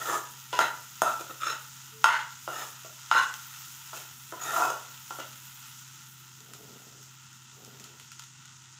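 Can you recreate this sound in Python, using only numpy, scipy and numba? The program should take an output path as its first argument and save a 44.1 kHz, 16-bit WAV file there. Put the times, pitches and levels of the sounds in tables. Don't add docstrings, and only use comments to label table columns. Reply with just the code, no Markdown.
import sys
import numpy as np
from scipy import signal
from scipy.fft import rfft, irfft
from scipy.io import wavfile
from scipy.ndimage import uniform_filter1d
from numba import njit

SR = 44100
rng = np.random.default_rng(int(sys.argv[2]) if len(sys.argv) > 2 else 0)


def store_wav(level_fs):
    pcm = np.round(np.clip(np.atleast_2d(level_fs), -1, 1) * 32767)
    wavfile.write(sys.argv[1], SR, pcm.T.astype(np.int16))


N = 387638
T = np.arange(N) / SR
SIZE = 8192
FREQS = np.maximum(np.fft.rfftfreq(SIZE, 1 / SR), 1)

# f/Hz, width/Hz, level/dB
RUMBLE = [(93, 74, -2), (145.4, 46, 3), (230.5, 41, 0.5), (329, 82, -7)]
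# start/s, loudest/s, end/s, level/dB
RUSTLES = [(6.405, 6.63, 7.07, -56), (7.54, 7.63, 8.04, -57)]
# f/Hz, width/Hz, level/dB
RUSTLE_BODY = [(222, 126, 2), (413, 126, 1), (700, 520, -8)]
# f/Hz, width/Hz, level/dB
BOWL = [(938, 222, 2), (1377, 280, 8), (1916, 480, -1), (2735, 710, -0.5), (3340, 1860, 0.5),
        (5780, 3300, -1), (6850, 2160, 3.5), (9730, 1270, -5.5), (13900, 5800, 0.5)]
# f/Hz, width/Hz, depth/dB
DIPS = [(2320, 230, 1), (4390, 610, 1.5), (12000, 2100, 1.5)]
# t/s, sizzle/dB, fine spray/dB
FRYING = [(0.0, -49, -53.5), (1.6, -49.5, -53), (2.25, -49, -57.5), (2.65, -50.5, -52.5), (3.05, -48, -57),
          (3.5, -47.5, -50.5), (4.3, -49.5, -53), (5.6, -48.5, -52.5), (6.3, -53.5, -60), (8.79, -54, -73)]
# t/s, spread/dB
SPUTTER = [(5.6, 0.8), (8.79, 4)]
# t/s, peak/dB (before pop_db)
POPS = [(1.412, -35), (3.340, -23.5), (5.079, -37), (6.405, -35), (6.5357, -29.5), (7.029, -39),
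        (7.33, -36), (7.648, -31), (7.7985, -33), (7.8408, -33), (7.998, -34.5), (8.118, -31.5),
        (8.195, -28.5), (8.222, -33), (8.238, -34), (8.4554, -33)]
# f/Hz, width/Hz, level/dB
PAN = [(334, 85, -13), (476, 283, -11), (695, 220, -6.5), (891, 110, -1), (1030, 150, -8.5),
       (1260, 220, -4.5), (1411, 140, 2), (1866, 480, -15), (2806, 690, -15), (3110, 210, -21),
       (3430, 850, -17), (5190, 1000, -19.5), (6420, 360, -13.5), (6940, 340, -18), (7450, 270, -21),
       (8800, 1300, -27.5), (12800, 25000, -33.5)]
# f/Hz, width/Hz, level/dB (before rim_db)
RIM = [(880, 14, -9), (927, 13, -8), (966, 12, 0), (1114, 13, -2), (1320, 19, -12), (1387, 22, 3),
       (1424, 7.6, -10), (1535, 16, -21), (1955, 22, -15), (5290, 66, -2)]
# f/Hz, level/dB, t60/s
RING = [(995, 0, .33), (1392, -14, .5), (1502, -14, .3), (2105, -16, .1), (2611, -17, .3), (3515, -12, .08),
        (5911, -22, .19)]
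# t/s, end/s, level/dB, overtones/dB
GLANCES = [(0.531, 0.593, -27.5, -3), (4.329, 4.405, -38.5, -10)]
# t/s, peak/dB (before the rim), thud/dB, brightness/dB, thin edge tick/dB
KNOCKS = [(0.529, -21.5, 12, 9.5, -3), (0.5904, -6, -4.5, -4, 1.5), (0.605, -19.5, -7, -3, -9),
          (0.6246, -25, -3, -1, -8), (1.0188, -6.5, 0, -9.5, 10), (1.075, -24, -8, -18, 4),
          (1.295, -35, 6, -2, -2), (1.471, -26, -14, 4, -4), (1.52, -29, 0, 7, -9),
          (2.0424, -3.5, -17.5, -3, -1.5), (2.477, -20, 4, -5, -15), (2.847, -37, 6, -2, 0),
          (3.1137, -7.5, -16, -8.5, -7), (3.151, -16, -2, -8, -10), (3.197, -28, -11, -5, -5),
          (3.931, -29, -3, -5, -4), (4.323, -29, 10, -9, 5), (4.569, -18.5, -15, -15, 4),
          (4.621, -14, -13, -24, 6), (4.658, -20, -1, -11, 2), (4.702, -19.5, 3.5, -4, 9),
          (5.1068, -25.5, 0.5, -4, 0), (5.186, -30.5, 7, -8, 4), (5.2005, -31, 1, 3, 0)]
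# peak/dB, rattle re first touch/dB
RATTLE = [(-30, 3), (-5, -8)]
# start/s, aimed loudest/s (kept inside), end/s, f/Hz, level/dB
SQUEALS = [(0.615, 0.628, 0.68, 3930, -42), (1.43, 1.475, 1.54, 2720, -53), (1.445, 1.473, 1.53, 5380, -44),
           (1.43, 1.48, 1.55, 6560, -43.5), (2.051, 2.057, 2.05, 5180, -41), (2.1, 2.135, 2.02, 5220, -48),
           (2.1, 2.14, 2.19, 2960, -46), (2.488, 2.555, 2.58, 2850, -50.5), (2.53, 2.58, 2.65, 5230, -52),
           (2.53, 2.565, 2.63, 6700, -49), (3.15, 3.17, 3.24, 3920, -44), (3.14, 3.205, 3.23, 2890, -41),
           (4.41, 4.435, 4.48, 6750, -41), (4.44, 4.475, 4.51, 1810, -46), (4.445, 4.475, 4.53, 3690, -47),
           (4.597, 4.653, 4.715, 2556, -46), (4.63, 4.69, 4.73, 5040, -55), (5.2, 5.21, 5.245, 2800, -51),
           (5.205, 5.21, 5.23, 2010, -55)]
# start/s, aimed hardest push/s (kept inside), end/s,
#   blade level/dB (before scrape_db), blade pitch/Hz, slide/(Hz/s), blade width/Hz,
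#   flexing/dB, twisting/dB, overtones/dB, pan bottom/dB, thud/dB, pan wall f/Hz, wall/dB,
#   grit/dB, scratch/dB, hiss of turned food/dB
STROKES = [ (-0.02, -0.005, 0.11, -36.5, 1340, -500, 130, -18, -3, -23, -4, 0.5, 975, -21, -6, -15, -48),
           (0.06, 0.122, 0.21, -27.5, 1243, -250, 123, -21, -7, -25, -8.5, 10, 978, -7.5, -20, -10, -43.5),
           (0.529, 0.545, 0.6, -42, 1480, 0, 260, -12, 0, -4, -1, 5, 965, -7, 5, -10, -57),
           (0.596, 0.6, 0.68, -25, 1473, -300, 232, -8, -3.5, -16, -7, 3, 1000, -12, -8, -18, -49),
           (1.028, 1.083, 1.157, -26.7, 1320, -450, 105, -13, -32, -21.5, -23, -2, 920, -17, -28, -23, -47.5),
           (1.193, 1.194, 1.227, -40, 1273, -400, 110, -23, -22, -11, -0.5, 12, 970, -18, -14, -19, -53),
           (1.295, 1.303, 1.325, -39.5, 1320, 0, 90, -20, -16, -13, -7.5, 14, 960, -24, -18, -21, -63),
           (1.412, 1.488, 1.552, -26, 1353, 298, 197, -26, -29, -15, -21, 30, 955, -31, -10.5, -21, -64),
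           (2.053, 2.06, 2.08, -31, 1396, 0, 110, -25, -15, -16, -9, -9, 1047, 4, -17, -25, -64),
           (2.07, 2.138, 2.216, -25.5, 1480, -300, 260, -42, -6.5, -19, -10.5, -13.5, 938, -3, -10.5, -33, -70),
           (2.482, 2.49, 2.54, -37, 1360, -300, 120, -14, -22, -28, -8, 5, 906, -12, -22, -24, -55),
           (2.517, 2.592, 2.697, -38.5, 1296, -500, 130, -18, -3.5, -14, -4.5, -0.5, 950, -27, -11, -11, -47.5),
           (3.117, 3.166, 3.245, -19.5, 1463, -250, 150, -33, -15, -22, -24, 3, 1088, -6, -11, -26, -51),
           (3.94, 3.968, 4.04, -49.5, 1370, -260, 160, -7, -10, -7, -1, 6, 950, -10, 2, -10, -47),
           (4.327, 4.342, 4.3, -41, 1410, -2, 200, -8, -22, -25, -4, 25, 980, -13, -22, -20, -66),
           (4.4, 4.472, 4.66, -31.5, 1310, -350, 130, -12, -8.5, -17.5, -9.5, 4, 996, -25, -19, -11.5, -45.5),
           (4.525, 4.625, 4.705, -27, 1330, 100, 149, -6.5, -24, -28, -2, -8.5, 935, -3, -32, -18, -44.5),
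           (5.194, 5.217, 5.21, -43.5, 1420, -260, 190, -8, -16, -11, 2, 10, 920, -5, -6, -15, -46), ]
BLADE_RATIOS = [0.52, 1, 1.39, 1.98, 2.8]
# from this wall level/dB, exponent of frequency per dB
WALL_DULLING = (-15, 0.06)
# f/Hz, width/Hz, level/dB
SCRATCH = [(5130, 160, -9), (6220, 390, -8), (6610, 180, -4.5), (7370, 400, -3), (9460, 320, -8)]

HUM_HZ, HUM_DB, RUMBLE_DB = 130.5, -58.5, -64.5
TOP_HZ = 15550
SPREAD_S = 0.0006
SWELL_DB, SWELL_SHAPE, CONTACT_S = 13, 1.65, 0.012
GRIT_FOLLOWS = 0.5
WOBBLE = 0.018
JUDDER_DB = 0.8
WALL_WIDTH_HZ = 110


def amp(db):
    return 10 ** (np.asarray(db) / 20)


def unit(x):
    return x / np.sqrt(np.mean(x ** 2))


def through(x, response):
    return signal.fftconvolve(x, response)[:len(x)]


def add(track, start_s, sound):
    i = max(int(start_s * SR), 0)
    track[i:i + len(sound)] += sound[:max(N - i, 0)]


def resonances(modes):
    return np.sqrt(sum((amp(db) / (1 + (2 * (FREQS - hz) / width_hz) ** 2)) ** 2
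                       for hz, width_hz, db in modes))


def above(hz):
    return 1 / np.sqrt(1 + (hz / FREQS) ** 14)


def below(hz):
    return 1 / np.sqrt(1 + (FREQS / hz) ** 14)


def impulse(gain, spread_s=0):
    cepstrum = irfft(np.log(gain + 1e-6))
    cepstrum[1:SIZE // 2] *= 2
    cepstrum[SIZE // 2 + 1:] = 0
    lag_rad = 4 * np.pi * spread_s * np.sqrt(1000 * FREQS)
    return irfft(np.exp(rfft(cepstrum) - 1j * lag_rad))[:SIZE // 2]


def walk(rate_hz):
    hold = int(SR / rate_hz)
    steps = np.repeat(rng.standard_normal(N // hold + 1), hold)
    return 1.3 * uniform_filter1d(uniform_filter1d(steps, hold), hold)[:N]


def grains(rate_hz, spread_db):
    size = amp(spread_db * np.minimum(rng.exponential(size=N), 6))
    return unit((rng.random(N) < rate_hz / SR) * size * rng.standard_normal(N))


@njit
def bandpass(x, hz, width_hz):
    y, band, low = np.empty(len(x)), 0., 0.
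    for i in range(len(x)):
        g, k = np.tan(np.pi * hz[i] / SR), width_hz[i] / hz[i]
        v = (band + g * (x[i] - low)) / (1 + g * (g + k))
        band, low, y[i] = 2 * v - band, low + 2 * g * v, k * v
    return y


def mode(slips, hz, width_hz):
    widths_hz = np.full(len(hz), float(width_hz))
    return unit(bandpass(bandpass(slips, hz, widths_hz), hz, widths_hz))


def arch(t, start_s, top_s, end_s, depth_db, shape, fade_s):
    top_s = np.clip(top_s, start_s + 0.006, end_s - 0.006)
    slack = np.interp(t, [start_s, top_s, end_s], [1, 0, 1])
    gate = np.interp(t, [start_s - fade_s, start_s, end_s, end_s + fade_s], [0, 1, 1, 0])
    return -depth_db * slack ** shape, gate


def kitchen(t60_s=0.43, treble_t60_s=0.29, damp_hz=4000, first_wall_s=0.0067):
    t = T[:SR * 3 // 4]
    noise = rng.standard_normal(len(t))
    low = signal.sosfiltfilt(signal.butter(2, damp_hz, fs=SR, output="sos"), noise)
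    tail = low * amp(-60 * t / t60_s) + (noise - low) * amp(-60 * t / treble_t60_s)
    tail *= np.interp(t, [0, first_wall_s * 1.08, first_wall_s], [.1, .4, 1])
    return tail / np.sqrt(np.sum(tail ** 2))


def hum():
    hz = HUM_HZ + 1.23 * walk(11)
    tone = np.sin(2 * np.pi * np.cumsum(hz) / SR) * amp(0.88 * walk(6.6))
    air_gain = resonances(RUMBLE) * above(90) + amp(-13.0) * below(110)
    air = through(rng.standard_normal(N), impulse(air_gain))
    return amp(HUM_DB) * unit(tone) + amp(RUMBLE_DB) * unit(air)


def faint_tone(hz=440, db=-54):
    gate = np.interp(T, [1.915, 1.95, 2.02, 2.07], [0, 1, 1, 0])
    return amp(db) * gate * np.sin(2 * np.pi * hz * T)


def rustle(depth_db=12, shape=1.9, fade_s=0.04, brush_db=-5, brush_hz=12500):
    fibres = grains(rate_hz=1100, spread_db=-1.5)
    rub = unit(through(fibres, impulse(resonances(RUSTLE_BODY))))
    brush = unit(through(rng.standard_normal(N), impulse(above(brush_hz) * below(TOP_HZ))))
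    level = 0
    for start_s, top_s, end_s, db in RUSTLES:
        push_db, touching = arch(T, start_s, top_s, end_s, depth_db, shape, fade_s)
        level = level + amp(db + push_db) * touching
    return level * (rub + amp(brush_db) * brush)


def bowl_colour():
    dip_db = sum(db / (1 + (2 * (FREQS - hz) / width_hz) ** 4) for hz, width_hz, db in DIPS)
    return resonances(BOWL) * amp(-dip_db)


def flares(depth_db=9, shape=3.7, fade_s=0.11):
    out = np.zeros(N)
    for start_s, top_s, end_s, *_, hiss_db in STROKES:
        near = (T > start_s - fade_s) & (T < end_s + fade_s)
        push_db, touching = arch(T[near], start_s, top_s, end_s, depth_db, shape, fade_s)
        out[near] += amp(hiss_db + push_db) * touching
    return out


def sizzle(spray_hz=8500, flare_hiss_db=0, flare_spray_db=-3.0, split_hz=4400, waver_db=0.95):
    times_s, *levels_db = np.transpose(FRYING)
    hiss_db, spray_db = (np.interp(T, times_s, level_db) for level_db in levels_db)
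    sputter_db = np.interp(T, *np.transpose(SPUTTER))
    crackle = amp(-12) * grains(rate_hz=130, spread_db=1.3)
    bursts = grains(rate_hz=9000, spread_db=-0.5) * amp(0.48 * walk(14)) + crackle
    bowl, flare = bowl_colour() * above(720), flares()
    hiss = 0
    for part in (below(split_hz), above(split_hz)):
        band = through(bursts, impulse(bowl * below(spray_hz) * part))
        hiss = hiss + band * amp(waver_db * walk(16))
    spray = 0
    for part in (below(11960), above(13300)):
        droplets = grains(rate_hz=5000, spread_db=0.7)
        band = through(droplets, impulse(bowl * above(spray_hz) * part))
        spray = spray + band * amp(1.2 * walk(45))
    spray = unit(spray) * amp(sputter_db * walk(26))
    hiss_level = np.hypot(amp(hiss_db), amp(flare_hiss_db) * flare)
    spray_level = np.hypot(amp(spray_db), amp(flare_spray_db) * flare)
    return hiss_level * unit(hiss) + spray_level * spray


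def pops(fizz_s=0.00088, fizz_db=-11, steam_s=0.037, steam_db=-26, pop_db=-1.0):
    out, bowl, t = np.zeros(N), bowl_colour() * above(790), T[:SR // 10]
    for time_s, db in POPS:
        fizz = amp(fizz_db) * np.exp(-t / fizz_s) + amp(steam_db) * np.exp(-t / steam_s)
        burst = (t == 0) + fizz * rng.standard_normal(len(t))
        snap_hz = 5000 * 2 ** (0.15 * rng.standard_normal())
        tick = through(burst, impulse(bowl * resonances([(snap_hz, 11000, 0)])))
        add(out, time_s, amp(db + pop_db) * tick / np.abs(tick).max())
    return out


def pan_spot(ripple_db=5, mode_gap_hz=75):
    ripple = np.interp(FREQS / mode_gap_hz, np.arange(SIZE), rng.standard_normal(SIZE))
    depth_db = ripple_db * above(2100) * np.minimum(FREQS / 6500, 1)
    power_db = depth_db ** 2 * np.log(10) / 20
    return resonances(PAN) * above(137) * amp(depth_db * ripple - power_db)


def with_rim(contact, rim_db=0.5):
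    return contact + amp(rim_db) * through(contact, impulse(resonances(RIM)))


def glances():
    out, t = np.zeros(N), T[:SR // 4]
    for k, (hz, mode_db, t60_s) in enumerate(RING):
        phase = 2 * np.pi * np.cumsum(hz + 6 * walk(120)) / SR
        tone = np.sin(phase) * amp((3 if k else 1.2) * walk(110))
        for time_s, end_s, db, overtone_db in GLANCES:
            decay = amp(db + mode_db + overtone_db * (k > 0) - 60 * t / t60_s)
            gate = np.clip(np.minimum(t, end_s - time_s - t) / 0.0024, 0, 1)
            add(out, time_s, decay * gate * tone[int(time_s * SR):][:len(t)])
    return out


def rattle(db, fade_s=0.0045, rate_hz=1500):
    t = T[:SR // 20]
    hits = rng.random(len(t)) < rate_hz / SR
    rebounds = hits * rng.standard_normal(len(t)) * np.exp(-t / fade_s)
    return (t == 0) + amp(db) * rebounds / np.sqrt(np.sum(rebounds ** 2))


def knocks(thud_hz=680, bright_hz=2000, edge_hz=6000):
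    out = np.zeros(N)
    for time_s, db, thud_db, bright_db, edge_db in KNOCKS:
        colour_db = thud_db * below(thud_hz) + bright_db * above(bright_hz) + edge_db * above(edge_hz)
        response = impulse(pan_spot() * amp(colour_db), SPREAD_S)
        rattle_db = np.interp(db, *np.transpose(RATTLE))
        clank = through(response, rattle(rattle_db))
        add(out, time_s, amp(db) * clank / np.abs(clank).max())
    return out


def squeals(width_hz=130, waver=0.0051, depth_db=9, shape=1.9):
    out, slips = np.zeros(N), grains(rate_hz=2100, spread_db=0.6)
    drift = 1 + waver * walk(40)
    for start_s, top_s, end_s, hz, db in SQUEALS:
        near = (T > start_s - CONTACT_S) & (T < end_s + CONTACT_S)
        push_db, touching = arch(T[near], start_s, top_s, end_s, depth_db, shape, CONTACT_S)
        out[near] += amp(db + push_db) * touching * mode(slips[near], hz * drift[near], width_hz)
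    return out


def blade_ring(slips, hz, width_hz, flex_db, twist_db, overtone_db):
    out = 0
    levels_db = (flex_db, 0, twist_db, overtone_db, overtone_db)
    for ratio, db in zip(BLADE_RATIOS, levels_db):
        out = out + amp(db) * mode(slips, ratio * hz, width_hz * max(ratio / 1.4, 1) ** 2)
    return unit(out)


def pan_parts(thud_db, wall_db, thud_hz=620, bottom_hz=1070, grit_hz=1760, grit_tilt=0.038):
    pan, (from_db, dulling) = pan_spot(), WALL_DULLING
    tilt = grit_tilt - dulling * max(wall_db - from_db, 0)
    bottom = pan * below(bottom_hz) * amp(thud_db * below(thud_hz))
    grit = pan * above(grit_hz) * np.maximum(FREQS / 3500, 1) ** tilt
    return bottom, grit


def stroke(slips, catches, wobble, t, start_s, top_s, end_s, db, blade_hz, slide_hz_per_s, width_hz,
           flex_db, twist_db, overtone_db, bottom_db, thud_db, wall_hz, wall_db, grit_db, scratch_db):
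    push_db, touching = arch(t, start_s, top_s, end_s, SWELL_DB, SWELL_SHAPE, CONTACT_S)
    glide_hz = slide_hz_per_s * (t - top_s)
    blade = blade_ring(slips, (blade_hz + glide_hz) * wobble, width_hz, flex_db, twist_db, overtone_db)
    wall = mode(slips, (wall_hz + glide_hz) / wobble, WALL_WIDTH_HZ)
    bottom, grit = (unit(through(slips, impulse(gain))) for gain in pan_parts(thud_db, wall_db))
    scratch = unit(through(catches, impulse(resonances(SCRATCH) * above(5300))))
    body = blade + amp(bottom_db) * bottom + amp(wall_db) * wall + amp(scratch_db) * scratch
    gritty = amp(grit_db + GRIT_FOLLOWS * push_db) * grit
    return amp(db) * touching * (amp(push_db) * body + gritty)


def scraping(scrape_db=-3.0):
    out = np.zeros(N)
    slips = grains(rate_hz=1900, spread_db=0.6) * amp(1.5 * walk(150))
    catches = grains(rate_hz=700, spread_db=0.9) * amp(2 * walk(90))
    wobble, judder = 1 + WOBBLE * walk(35), amp(JUDDER_DB * walk(110))
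    for start_s, top_s, end_s, *colour, _ in STROKES:
        near = (T > start_s - CONTACT_S) & (T < end_s + CONTACT_S)
        out[near] += stroke(slips[near], catches[near], wobble[near], T[near],
                            start_s, top_s, end_s, *colour)
    return amp(scrape_db) * judder * out


def scene():
    background = rustle() + hum() + faint_tone()
    frying = sizzle() + pops()
    blows = with_rim(knocks()) + glances()
    scrapes = with_rim(scraping()) + squeals()
    walls = through(amp(-2) * blows + amp(-7.0) * scrapes + amp(-11.5) * frying, kitchen())
    return (blows + scrapes + frying + walls + background)[None]


def record(dry):
    thin = signal.sosfilt(signal.butter(2, 60, "highpass", fs=SR, output="sos"), dry)
    return signal.sosfilt(signal.ellip(10, .2, 70, TOP_HZ, fs=SR, output="sos"), thin)


dry = scene()
out = record(dry)
store_wav(out)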